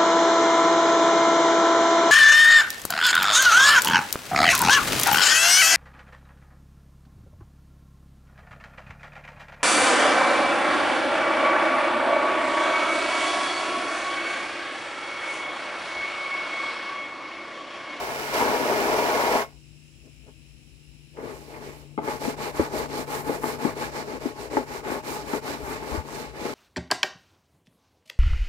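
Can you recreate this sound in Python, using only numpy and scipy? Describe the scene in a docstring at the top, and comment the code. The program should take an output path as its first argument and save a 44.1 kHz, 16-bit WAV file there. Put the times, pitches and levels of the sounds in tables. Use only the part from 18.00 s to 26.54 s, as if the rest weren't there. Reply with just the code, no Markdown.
"""A garden hose jets into a shallow plastic pool on grass, amid insects, a far motor and traffic.
Clicks of water drum the wall and hiss as spray, air pockets ring, and the jet is shut off.
The hose drags as it is laid down; then come two light wipes and a stiff brush scrubbing to and fro,
with knocks on the wall and low thumps. Rubbing is made of clicks, knocks of ringing wall modes.
Throughout, two unlike microphone ports listen: the left hears the bass, the right the treble."""
import sys
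import numpy as np
from scipy import signal
from scipy.fft import rfft, irfft, next_fast_len
from scipy.io import wavfile
from scipy.ndimage import uniform_filter1d

SR = 44100
rng = np.random.default_rng(int(sys.argv[2]) if len(sys.argv) > 2 else 0)


def persist_wave(psi):
    """Save psi, clipped to +-1, as 16-bit WAV."""
    counts = np.round(np.clip(psi, -1, 1) * 32767).astype(np.int16)
    wavfile.write(sys.argv[1], SR, np.atleast_2d(counts).T)


N = 376613
SIZE = next_fast_len(N + SR // 2)  # transform length, with room for tails
HZ = np.maximum(np.arange(SIZE // 2 + 1) * SR / SIZE, 1)  # frequencies of a spectrum
TIME = np.arange(N) / SR


def from_db(db):
    """Turn a level in dB into a gain."""
    return 10 ** (np.asarray(db) / 20)


def in_time(rows):
    """Join the dB columns by straight lines, as gains; silent outside the rows."""
    s, *columns = np.transpose(rows)
    return [from_db(np.interp(TIME, s, column, left=-150, right=-150)) for column in columns]


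def over_hz(points):
    """Read a table's columns at every frequency, along a log axis."""
    hz, *columns = np.transpose(points)
    return [np.interp(np.log(HZ), np.log(hz), column) for column in columns]


def peak(hz, width):
    """Response of one resonance, 1 on top."""
    return 1 / (1 + 2j * (HZ - hz) / width)


def unit(response):
    """Scale a filter so that white noise of rms 1 leaves with rms 1."""
    return response / np.sqrt(np.mean(abs(response) ** 2))


def coloured(points):
    """Make a filter of unit strength from a colour table."""
    return unit(from_db(over_hz(points)[0]))


def drift(rate):
    """Slow random wander of spread 1, changing about rate times a second."""
    steps = rng.standard_normal(int(N / SR * rate * 2) + 2)
    wander = np.interp(TIME * rate * 2, np.arange(len(steps)), steps)
    return wander * np.sqrt(1.5)  # makes up for the spread lost between steps


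def grains(per_s, spread_db):
    """Two unrelated showers of random clicks of uneven size, rms 1."""
    boost_db = spread_db * np.minimum(rng.exponential(1, (2, N)), 4)
    sizes = from_db(boost_db) * rng.standard_normal((2, N))
    shower = sizes * (rng.random((2, N)) < per_s / SR)
    return shower / shower.std()


# Ringing of the pool wall under steady rubbing or splashing:
# (frequency [Hz], width [Hz], lift above the colour at full ringing [dB])
WALL_RINGING = [(245.5, 34, 3), (297.5, 57, 4), (431.4, 34, 8.5), (486, 24, 5), (622, 15, 8.5),
                (712, 25, 6), (847.6, 64, 8), (954, 36.2, 7), (1085.4, 22.4, 11.5), (1180, 27, 7),
                (1300, 24, 4), (1465, 35, 7), (1692, 77, 5.5), (2155, 18.6, 7.5), (2330, 40, 4.5),
                (2920, 55, 4.5)]


def rubbed(gains, colours, per_s, spread_db, flutter_db, ringing):
    """Clicks drive the wall: its low and high parts drum, the contact hisses; gives a pair of spectra."""
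    wall = 1 + ringing * sum((from_db(db) - 1) * peak(hz, width) for hz, width, db in WALL_RINGING)
    out, shared = 0, drift(25.0)
    for gain, colour, rate, flutter in zip(gains, colours, per_s, flutter_db):
        unsteady_db = flutter * (0.5 * shared + 0.53 * drift(40.0))
        force = gain * from_db(unsteady_db) * grains(rate, spread_db)
        out = out + rfft(force, SIZE) * unit(from_db(over_hz(colour)[0]) * wall)
    return out


# The jet: (time [s], low wall drumming [dB], high wall drumming [dB], spray [dB])
JET_LEVELS = [(0.0, -37, -33.5, -38.5), (0.058, -35.5, -37.5, -39), (0.328, -39, -38, -36.5),
              (0.342, -28.5, -29, -32), (0.378, -32, -31.5, -29.5), (0.414, -27, -22, -31),
              (0.46, -25.5, -31, -33.5), (0.478, -27, -24, -33), (0.59, -27, -30.5, -34),
              (1.298, -27, -27, -32.5), (1.358, -24.5, -26, -31.5), (1.424, -33, -34.5, -35.5),
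              (1.47, -54.5, -58, -58), (1.62, -79, -85, -84)]
# Colours of its low drumming, high drumming and spray: (frequency [Hz], relative level per Hz [dB])
JET_LOW_COLOUR = [(53, -65), (90, -25), (173, -23.5), (225, -7), (418, -3), (700, -3.5), (910, -31.5),
                  (1540, -120)]
JET_HIGH_COLOUR = [(410, -22.5), (700, -9.5), (936, -3), (1200, -13.5), (1560, -34), (2640, -120)]
SPRAY_COLOUR = [(710, -35.5), (1200, -12), (1340, -3.5), (1540, -9.5), (2200, -6), (3420, -13.5),
                (5430, -13), (6450, -17), (9420, -21), (15100, -22), (15800, -23.5)]


def jet():
    """Water hits the pool in many small clicks that drum the wall and spray, and drags air under."""
    gains = in_time(JET_LEVELS)
    colours = (JET_LOW_COLOUR, JET_HIGH_COLOUR, SPRAY_COLOUR)
    splashing = rubbed(gains, colours, per_s=(2500.0, 6000.0, 30000.0), spread_db=2.0,
                       flutter_db=(.8, .8, .5), ringing=1.0)
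    return splashing + bubbles(gains[0], per_s=550.0, cycles=32.0, level_db=0.0)


def bubbles(gain, per_s, cycles, level_db):
    """Air dragged under the water: pockets of many sizes ring, the higher ones more softly."""
    pitches = np.geomspace(400, 2300, num=18)
    shower = gain * grains(per_s, 1.5)
    dealt = rng.integers(0, len(pitches), N)  # which pocket size each click sets ringing
    rings = 0
    for k, hz in enumerate(pitches):
        ring = unit(peak(hz, hz / cycles)) * (400 / hz) ** 0.75
        rings = rings + rfft(shower * (dealt == k), SIZE) * ring
    return from_db(level_db) * rings


# Colour of the low noise under the pool: (frequency [Hz], relative level per Hz [dB])
SHAKE_COLOUR = [(20, -31), (35, -10), (55, 4), (90, -2.5), (125, -2.5), (180, -39)]
SHAKE_REST_DB, SHAKE_WORKED_DB = -61.5, -19.5  # at rest; relative to the low drumming
SHAKE_SMOOTH_S = .15


def shake(work):
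    """Low noise under the pool swells while it is rubbed, unrelated in the two draws."""
    smooth_work = uniform_filter1d(work, int(SHAKE_SMOOTH_S * SR))
    gain = from_db(SHAKE_REST_DB) + from_db(SHAKE_WORKED_DB) * smooth_work
    return rfft(gain * rng.standard_normal((2, N)), SIZE) * coloured(SHAKE_COLOUR)


# Colour of the far traffic: (frequency [Hz], relative level per Hz [dB])
TRAFFIC_COLOUR = [(10, -53.5), (20, -33.5), (35, -24), (57, 6.5), (80, -14.5), (120, -7.5), (190, -14.5),
                  (260, -9), (330, -16.5), (500, -24.5), (1000, -35), (1800, -34), (3000, -48.5)]
TRAFFIC_DB = -56


def traffic():
    """Far traffic is steady noise, mostly low."""
    return rfft(rng.standard_normal((2, N)) * from_db(TRAFFIC_DB), SIZE) * coloured(TRAFFIC_COLOUR)


# Motor tones: (frequency before wavering [Hz], rms level before swell and drift [dB])
MOTOR_TONES = [(147, -55), (238, -74.5), (325, -67)]
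# Swell of the motor: (time [s], level change [dB])
MOTOR_SWELL = [(0, -0.5), (.9, 6), (1.7, -2), (2.3, -2.5), (2.8, -6.5), (3.3, 0), (4, 4), (5, 7.5),
               (6.3, 0), (7.3, 1.5), (8.54, 1)]


def motor():
    """The motor's tones waver together in pitch as its speed drifts."""
    speed = 1 + 0.01108 * drift(4.0)
    swell = in_time(MOTOR_SWELL)[0]
    tones = 0
    for hz, db in MOTOR_TONES:
        wave = np.sqrt(2) * np.sin(2 * np.pi * np.cumsum(hz * speed) / SR)
        tones = tones + wave * from_db(db + drift(5)) * swell
    return rfft(tones, SIZE)


# Insect choirs: (centre [Hz], width of the resonance before its fourth power [Hz],
# level before drift [dB], left minus right before the left port's deaf spot [dB])
CHOIRS = [(2695, 1400, -64, 22), (5260, 1600, -71, -9.5), (7500, 4080, -71, -35), (10400, 2200, -75, -38.5),
          (3950, 1400, -74, 5.5), (13300, 6600, -89, 12)]


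def insect_choirs():
    """Many far insects blend into broad bands of noise, each with its own left-right balance."""
    out = 0
    for hz, width, db, balance_db in CHOIRS:
        sides = 2 * from_db([[min(balance_db, 0)], [-max(balance_db, 0)]])
        choir = rng.standard_normal((2, N)) * from_db(db + .8 * drift(1.3)) * sides
        out = out + rfft(choir, SIZE) * unit(peak(hz, width) ** 4)
    out[0] *= 1 - 0.76 * abs(peak(7880, 3000) ** 2)  # the left port is nearly deaf around here
    return out


# Thin insect tones: (frequency before wandering [Hz], peak level before swell and drift [dB])
CHIRRS = [(4996, -78), (5534, -78), (5922, -78), (6385, -79), (6944, -77), (7402, -78), (7747, -79),
          (8048, -78)]
# Their shared swell and fade: (time [s], level change [dB])
CHIRR_SWELL = [(0, 0), (1.5, 2), (2.3, 1), (2.7, -5), (4, -5), (5.5, 0), (6.1, 7), (7.5, 8), (8.54, 4)]


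def insect_chirrs():
    """A few thin tones wander in pitch and level, on the right only."""
    swell = in_time(CHIRR_SWELL)[0]
    tones = np.zeros((2, N))
    for hz, db in CHIRRS:
        pitch = hz * (1 + .0008 * drift(1.0) + .0003 * drift(20))
        wave = np.sin(2 * np.pi * np.cumsum(pitch) / SR)
        tones[1] += wave * from_db(db + 4 * drift(1.5)) * swell
    return rfft(tones, SIZE)


# The hose drags on the pool as it is laid down:
# (time of the loudest point [s], low wall drumming [dB], high wall drumming [dB])
DRAGS = [(2.072, -51.5, -68.5), (2.286, -46, -59.5)]
DRAG_RISE_DB_PER_S, DRAG_FALL_DB_PER_S = 420, 600


def drags():
    """Gains of short scuffs that swell and die, drumming the wall without hiss."""
    out = np.zeros((3, N))
    for s, *level_db in DRAGS:
        fade_db = np.where(TIME < s, DRAG_RISE_DB_PER_S, DRAG_FALL_DB_PER_S) * abs(TIME - s)
        out[:2] += from_db(np.array(level_db)[:, None] - fade_db)
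    return out


# Colours of low drumming, high drumming and bristle hiss: (frequency [Hz], relative level per Hz [dB])
RUB_LOW_COLOUR = [(53, -49.5), (90, -12.5), (173, -14), (246, -4.5), (408, -3), (700, -9.5), (910, -72),
                  (1540, -120)]
RUB_HIGH_COLOUR = [(410, -19.5), (700, -11), (859, 2), (946, -5), (1900, -13.5), (2470, -18), (4180, -120)]
BRISTLE_COLOUR = [(1120, -47), (1900, -8.5), (2270, -7), (3260, -13.5), (4180, -9.5), (6460, -14.5),
                  (7570, -14), (8800, -17.5), (15100, -21), (15800, -34)]


def rubbing(contact):
    """Hose and brush rub in many small clicks that drum the wall, hiss, and ring air pockets."""
    colours = (RUB_LOW_COLOUR, RUB_HIGH_COLOUR, BRISTLE_COLOUR)
    rub = rubbed(contact, colours, per_s=(3000.0, 6000.0, 20000.0), spread_db=0.82,
                 flutter_db=(1.5, 1.4, .9), ringing=0.76)
    return sheen(rub) + bubbles(contact[1], per_s=200.0, cycles=27.0, level_db=-0.72)


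# Lift of the sound above about 8 kHz: (time [s], level change before flicker [dB])
SHEEN_LIFT = [(3.1, -4), (4, 2.5), (4.8, -1), (5.4, 4), (6, -3.5), (6.6, -2), (7.1, 0.5), (7.8, -1),
              (8.54, -3)]
# Edges of the treble bands, the last band open above: (frequency [Hz])
RASP_EDGES_HZ = (1500, 2500, 3800, 5800, 8000)
RASP_SWING_DB, RASP_PER_S = 1.76, 7.0


def sheen(spectra):
    """The treble rasps unevenly: each band flickers apart, and the top one also follows its lift."""
    above = [1 / (1 + (hz / HZ) ** 6) for hz in RASP_EDGES_HZ]
    bands = [low - high for low, high in zip(above, above[1:])] + above[-1:]
    gains_db = [RASP_SWING_DB * drift(RASP_PER_S) for _ in bands]
    gains_db[-1] = gains_db[-1] + np.interp(TIME, *np.transpose(SHEEN_LIFT))
    treble = sum(irfft(spectra * band, SIZE)[:, :N] * from_db(db) for band, db in zip(bands, gains_db))
    return spectra * (1 - above[0]) + rfft(treble, SIZE)


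# Two light, slow wipes:
# (time [s], low wall drumming [dB], high wall drumming [dB], bristle hiss [dB])
WIPES = [(3.13, -67, -84, -74), (3.18, -42.5, -48, -66), (3.26, -36, -46.5, -53), (3.288, -39, -44, -51),
         (3.448, -51.5, -60, -59), (3.568, -42, -45.5, -55), (3.598, -46.5, -53.5, -58),
         (3.642, -41, -45.5, -52.5), (3.666, -40, -49.5, -50), (3.774, -51.5, -57.5, -58),
         (3.844, -52, -60, -63), (3.88, -66, -70, -76), (3.95, -60, -72, -77)]


def wipes():
    """Gains of the light wipes, one for each layer of the rubbing."""
    return in_time(WIPES)


# Knocks on the pool wall: (time [s], level before trim and mode strengths [dB],
# brightness tilt [dB/octave], time constant of the rattle [s])
KNOCKS = [(3.172, -41, 8, 0.014), (3.977, -19, -0.5, 0.041), (4.077, -16.5, 3, 0.016),
          (4.251, -16, 1.5, 0.0086), (4.275, -10, -9.5, 0.0071), (4.595, -6.5, -3.5, 0.015),
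          (4.736, -20.5, -8, 0.011), (5.293, -7.5, -3, 0.014), (5.435, -22.5, 3.5, 0.029),
          (5.649, -10.5, -3, 0.01), (6.256, -16, -12, 0.0052), (6.569, -4, -1.5, 0.014),
          (6.849, -32, 5.5, 0.011), (7.063, -35, 7.5, 0.014), (7.334, -14, 0.5, 0.013),
          (7.824, -24, 0.5, 0.011), (8.054, -29.5, 0, 0.0095), (8.453, -18, 0.5, 0.01),
          (8.495, -22, -0.5, 0.014)]
# Modes of the knocked pool: (frequency [Hz], level before tilt and luck [dB], time to fall 60 dB [s])
POOL_MODES = [(247, -3.5, 0.066), (296, -3, 0.06), (356, -7, 0.074), (423.5, -2.5, 0.051), (531, -6, 0.052),
              (636, -13.5, 0.057), (670, -16, 0.15), (863, -2.5, 0.037), (877, -14.5, 0.054),
              (1125, -23, 0.041), (1260, -7, 0.014), (1580, -21, 0.023), (2080, -10.5, 0.01),
              (2430, -24, 0.013), (3120, -21, 0.013)]


def knocks():
    """A blow and a short rattle of contacts strike all wall modes, each with a strength of its own."""
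    hz, level_db, t60 = np.transpose(POOL_MODES)
    t, out = np.arange(SR // 8) / SR, np.zeros((2, N + SR))
    rings = np.sin(2 * np.pi * hz[:, None] * t) * from_db(-60 * t / t60[:, None])
    for s, db, tilt, rattle_s in KNOCKS:
        luck = rng.standard_normal((2, len(hz)))
        struck = rng.random((1, len(t))) < 600.0 / SR  # about 600 contacts a second
        contacts = rng.standard_normal((2, len(t))) * struck
        force = 0.61 * contacts * np.exp(-t / rattle_s)
        force[:, 0] = 1  # the blow itself
        strength_db = db - 9.5 + level_db + tilt * np.log2(hz / 400) + 2.17 * abs(luck)
        strength = from_db(strength_db) * np.sign(luck)
        start = round(s * SR)
        out[:, start:start + 2 * len(t) - 1] += signal.fftconvolve(strength @ rings, force, axes=1)
    little_bass = 1 / (1 - 1j * 150 / HZ) ** 3  # a small wall
    soft_contact = 1 / (1 + 1j * HZ / 3200) ** 2
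    return rfft(out[:, :N], SIZE) * little_bass * soft_contact


# Brush strokes, each lasting until the next: (start [s], low wall drumming [dB],
# high wall drumming [dB], bristle hiss [dB], share of the stroke where it is fastest [0-1],
# dip at the opening turn before each layer's share [dB])
STROKES = [(4.01, -35, -37, -44.0, 0.55, -30), (4.193, -33, -38, -41.5, 0.45, -10),
           (4.361, -33, -36, -40.5, 0.51, -17), (4.521, -36, -35, -42.5, 0.58, -10),
           (4.694, -31.5, -35, -41.0, 0.51, -10.5), (4.877, -33, -37, -41.5, 0.52, -11),
           (5.061, -33.5, -36, -41.0, 0.46, -15.5), (5.236, -32.5, -36, -44.5, 0.49, -8.5),
           (5.406, -33, -35.5, -42, 0.49, -11.5), (5.58, -32.5, -36, -44.0, 0.47, -9),
           (5.748, -34, -37, -42.0, 0.48, -13), (5.912, -36.5, -38.5, -43.5, 0.48, -10),
           (6.051, -34.5, -40.5, -46, 0.55, -6.5), (6.194, -37.5, -42.5, -47, 0.42, -11),
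           (6.343, -38.5, -42, -47, 0.54, -10), (6.497, -31.5, -39, -44.5, 0.42, -24),
           (6.657, -37.5, -40.5, -45.0, 0.53, -12), (6.823, -33, -36, -44.0, 0.51, -13),
           (7.023, -36, -38, -42.5, 0.47, -18), (7.242, -34, -37, -41.5, 0.61, -8.5),
           (7.409, -35, -37.5, -43.0, 0.51, -18), (7.592, -37, -39, -44, 0.59, -6.5),
           (7.799, -35, -38, -44.5, 0.55, -6), (8.033, -39.5, -41.5, -46, 0.51, -10),
           (8.323, -35.5, -39.5, -43.5, 0.54, -14)]
# How steeply each layer follows the speed: (low [power], high [power], hiss [power])
SPEED_POWER = (1.1, 0.81, 1.11)
# How deeply each layer takes the dip: (low [factor], high [factor], hiss [factor])
TURN_SHARE = (0.99, 1.64, 1.4)
LAST_STROKE_END_S = 8.6


def strokes():
    """Gains of the brush layers: each stroke speeds up and slows down, leaving some sound at the turns."""
    start, *level_db, fastest, dip_db = np.transpose(STROKES)
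    level_db, turns = np.array(level_db), np.append(start, LAST_STROKE_END_S)
    k = np.clip(np.searchsorted(turns, TIME) - 1, 0, len(start) - 1)  # which stroke
    done = np.clip((TIME - turns[k]) / np.diff(turns)[k], 0, 1)
    bend = np.log(.5) / np.log(fastest[k])  # puts the top of the half sine at the fastest point
    speed = abs(np.sin(np.pi * done ** bend))
    drive = speed ** np.array(SPEED_POWER)[:, None]
    left_db = [np.interp(TIME, start, db + share * dip_db, left=-150)
               for db, share in zip(level_db, TURN_SHARE)]
    return from_db(left_db) * (1 - drive) + from_db(level_db[:, k]) * drive


# Low thumps through the ground: (time [s], level before the swell's shape [dB], frequency [Hz])
THUMPS = [(4.592, -26, 82), (7.181, -43, 127), (7.623, -33, 61.4), (7.916, -27.5, 61.5),
          (7.975, -22.5, 80.5)]


def thumps():
    """A low wave swells and dies within a few cycles, alike in both draws."""
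    out = np.zeros(N)
    for s, db, hz in THUMPS:
        cycles = np.clip((TIME - s) * hz, 0, None)
        out += from_db(db) * np.sin(2 * np.pi * cycles) * cycles * np.exp(1 - cycles * 1.37)
    return rfft([out, out], SIZE)


# The ports for the jet, for the worked pool, and for far traffic and motor:
# (frequency [Hz], left minus right [dB], likeness [0-1], phase by which the left leads [rad])
JET_PORTS = [(40, 22, .3, 0), (90, 22, .3, 0), (150, 17, .7, .1), (250, 12, .9, .1), (400, 3.5, .9, 0),
             (600, 1, .85, .35), (900, 2, .85, .5), (1300, 4, .6, 1.5), (1800, 1, .5, 4.3),
             (2300, -1, .55, 4.3), (2800, -5, .4, 4.6), (3300, -4, .1, 5), (4500, -16, .1, 5),
             (6000, -22, 0, 5), (7000, -50, 0, 5), (8800, -45, 0, 5), (10500, -9, 0, 5), (16000, -6, 0, 5)]
BRUSH_PORTS = [(40, 24, .2, 0), (90, 24, .25, 0), (150, 19, .65, .1), (250, 14, .72, .1), (400, 4, .76, 0),
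               (600, 3, .73, .3), (900, 2, .67, 1.1), (1300, 4, .3, 2), (1800, 0, .3, 3.9),
               (2300, 0, .48, 3.9), (2800, -4, .35, 4.6), (3300, -4, .1, 5), (4500, -15, .1, 5),
               (6000, -22, 0, 5), (7000, -50, 0, 5), (8800, -45, 0, 5), (10500, -8, 0, 5),
               (16000, -5, 0, 5)]
FAR_PORTS = [(40.4, 31, .9, .3), (147, 20, 0.03, .3), (253, 17, 0.6, 0.57), (400, -0.5, 0.5, 0.32),
             (900, -1, 0.54, .9), (2000, -1, 0.2, 1.5)]


def ports(pair, table):
    """The left port takes the first draw; the right a share of it, shifted in phase, and of the second."""
    balance_db, alike, lead = over_hz(table)
    alike, ratio = np.clip(alike, 0, 1), from_db(balance_db)
    right = alike * np.exp(-1j * lead) * pair[0] + np.sqrt(1 - alike ** 2) * pair[1]
    # the mean of both ports keeps the level
    scale = 2 / np.sqrt(1 + ratio ** 2 + 2 * ratio * alike * np.cos(lead))
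    return np.array([ratio * pair[0], right]) * scale


def scene():
    """Pool sounds and field sounds reach the two ports."""
    contact = drags() + wipes() + strokes()
    worked = shake(contact[0]) + rubbing(contact) + knocks() + thumps()
    pool = ports(jet(), JET_PORTS) + ports(worked, BRUSH_PORTS)
    field = ports(traffic() + motor(), FAR_PORTS) + insect_choirs() + insect_chirrs()
    return irfft(pool + field, SIZE)[:, :N]


CUTOFF_HZ = 15830


def record(dry):
    """The top of the treble is cut steeply."""
    return signal.sosfilt(signal.ellip(14, .2, 75, CUTOFF_HZ, fs=SR, output="sos"), dry)


dry = scene()
out = record(dry)
persist_wave(out)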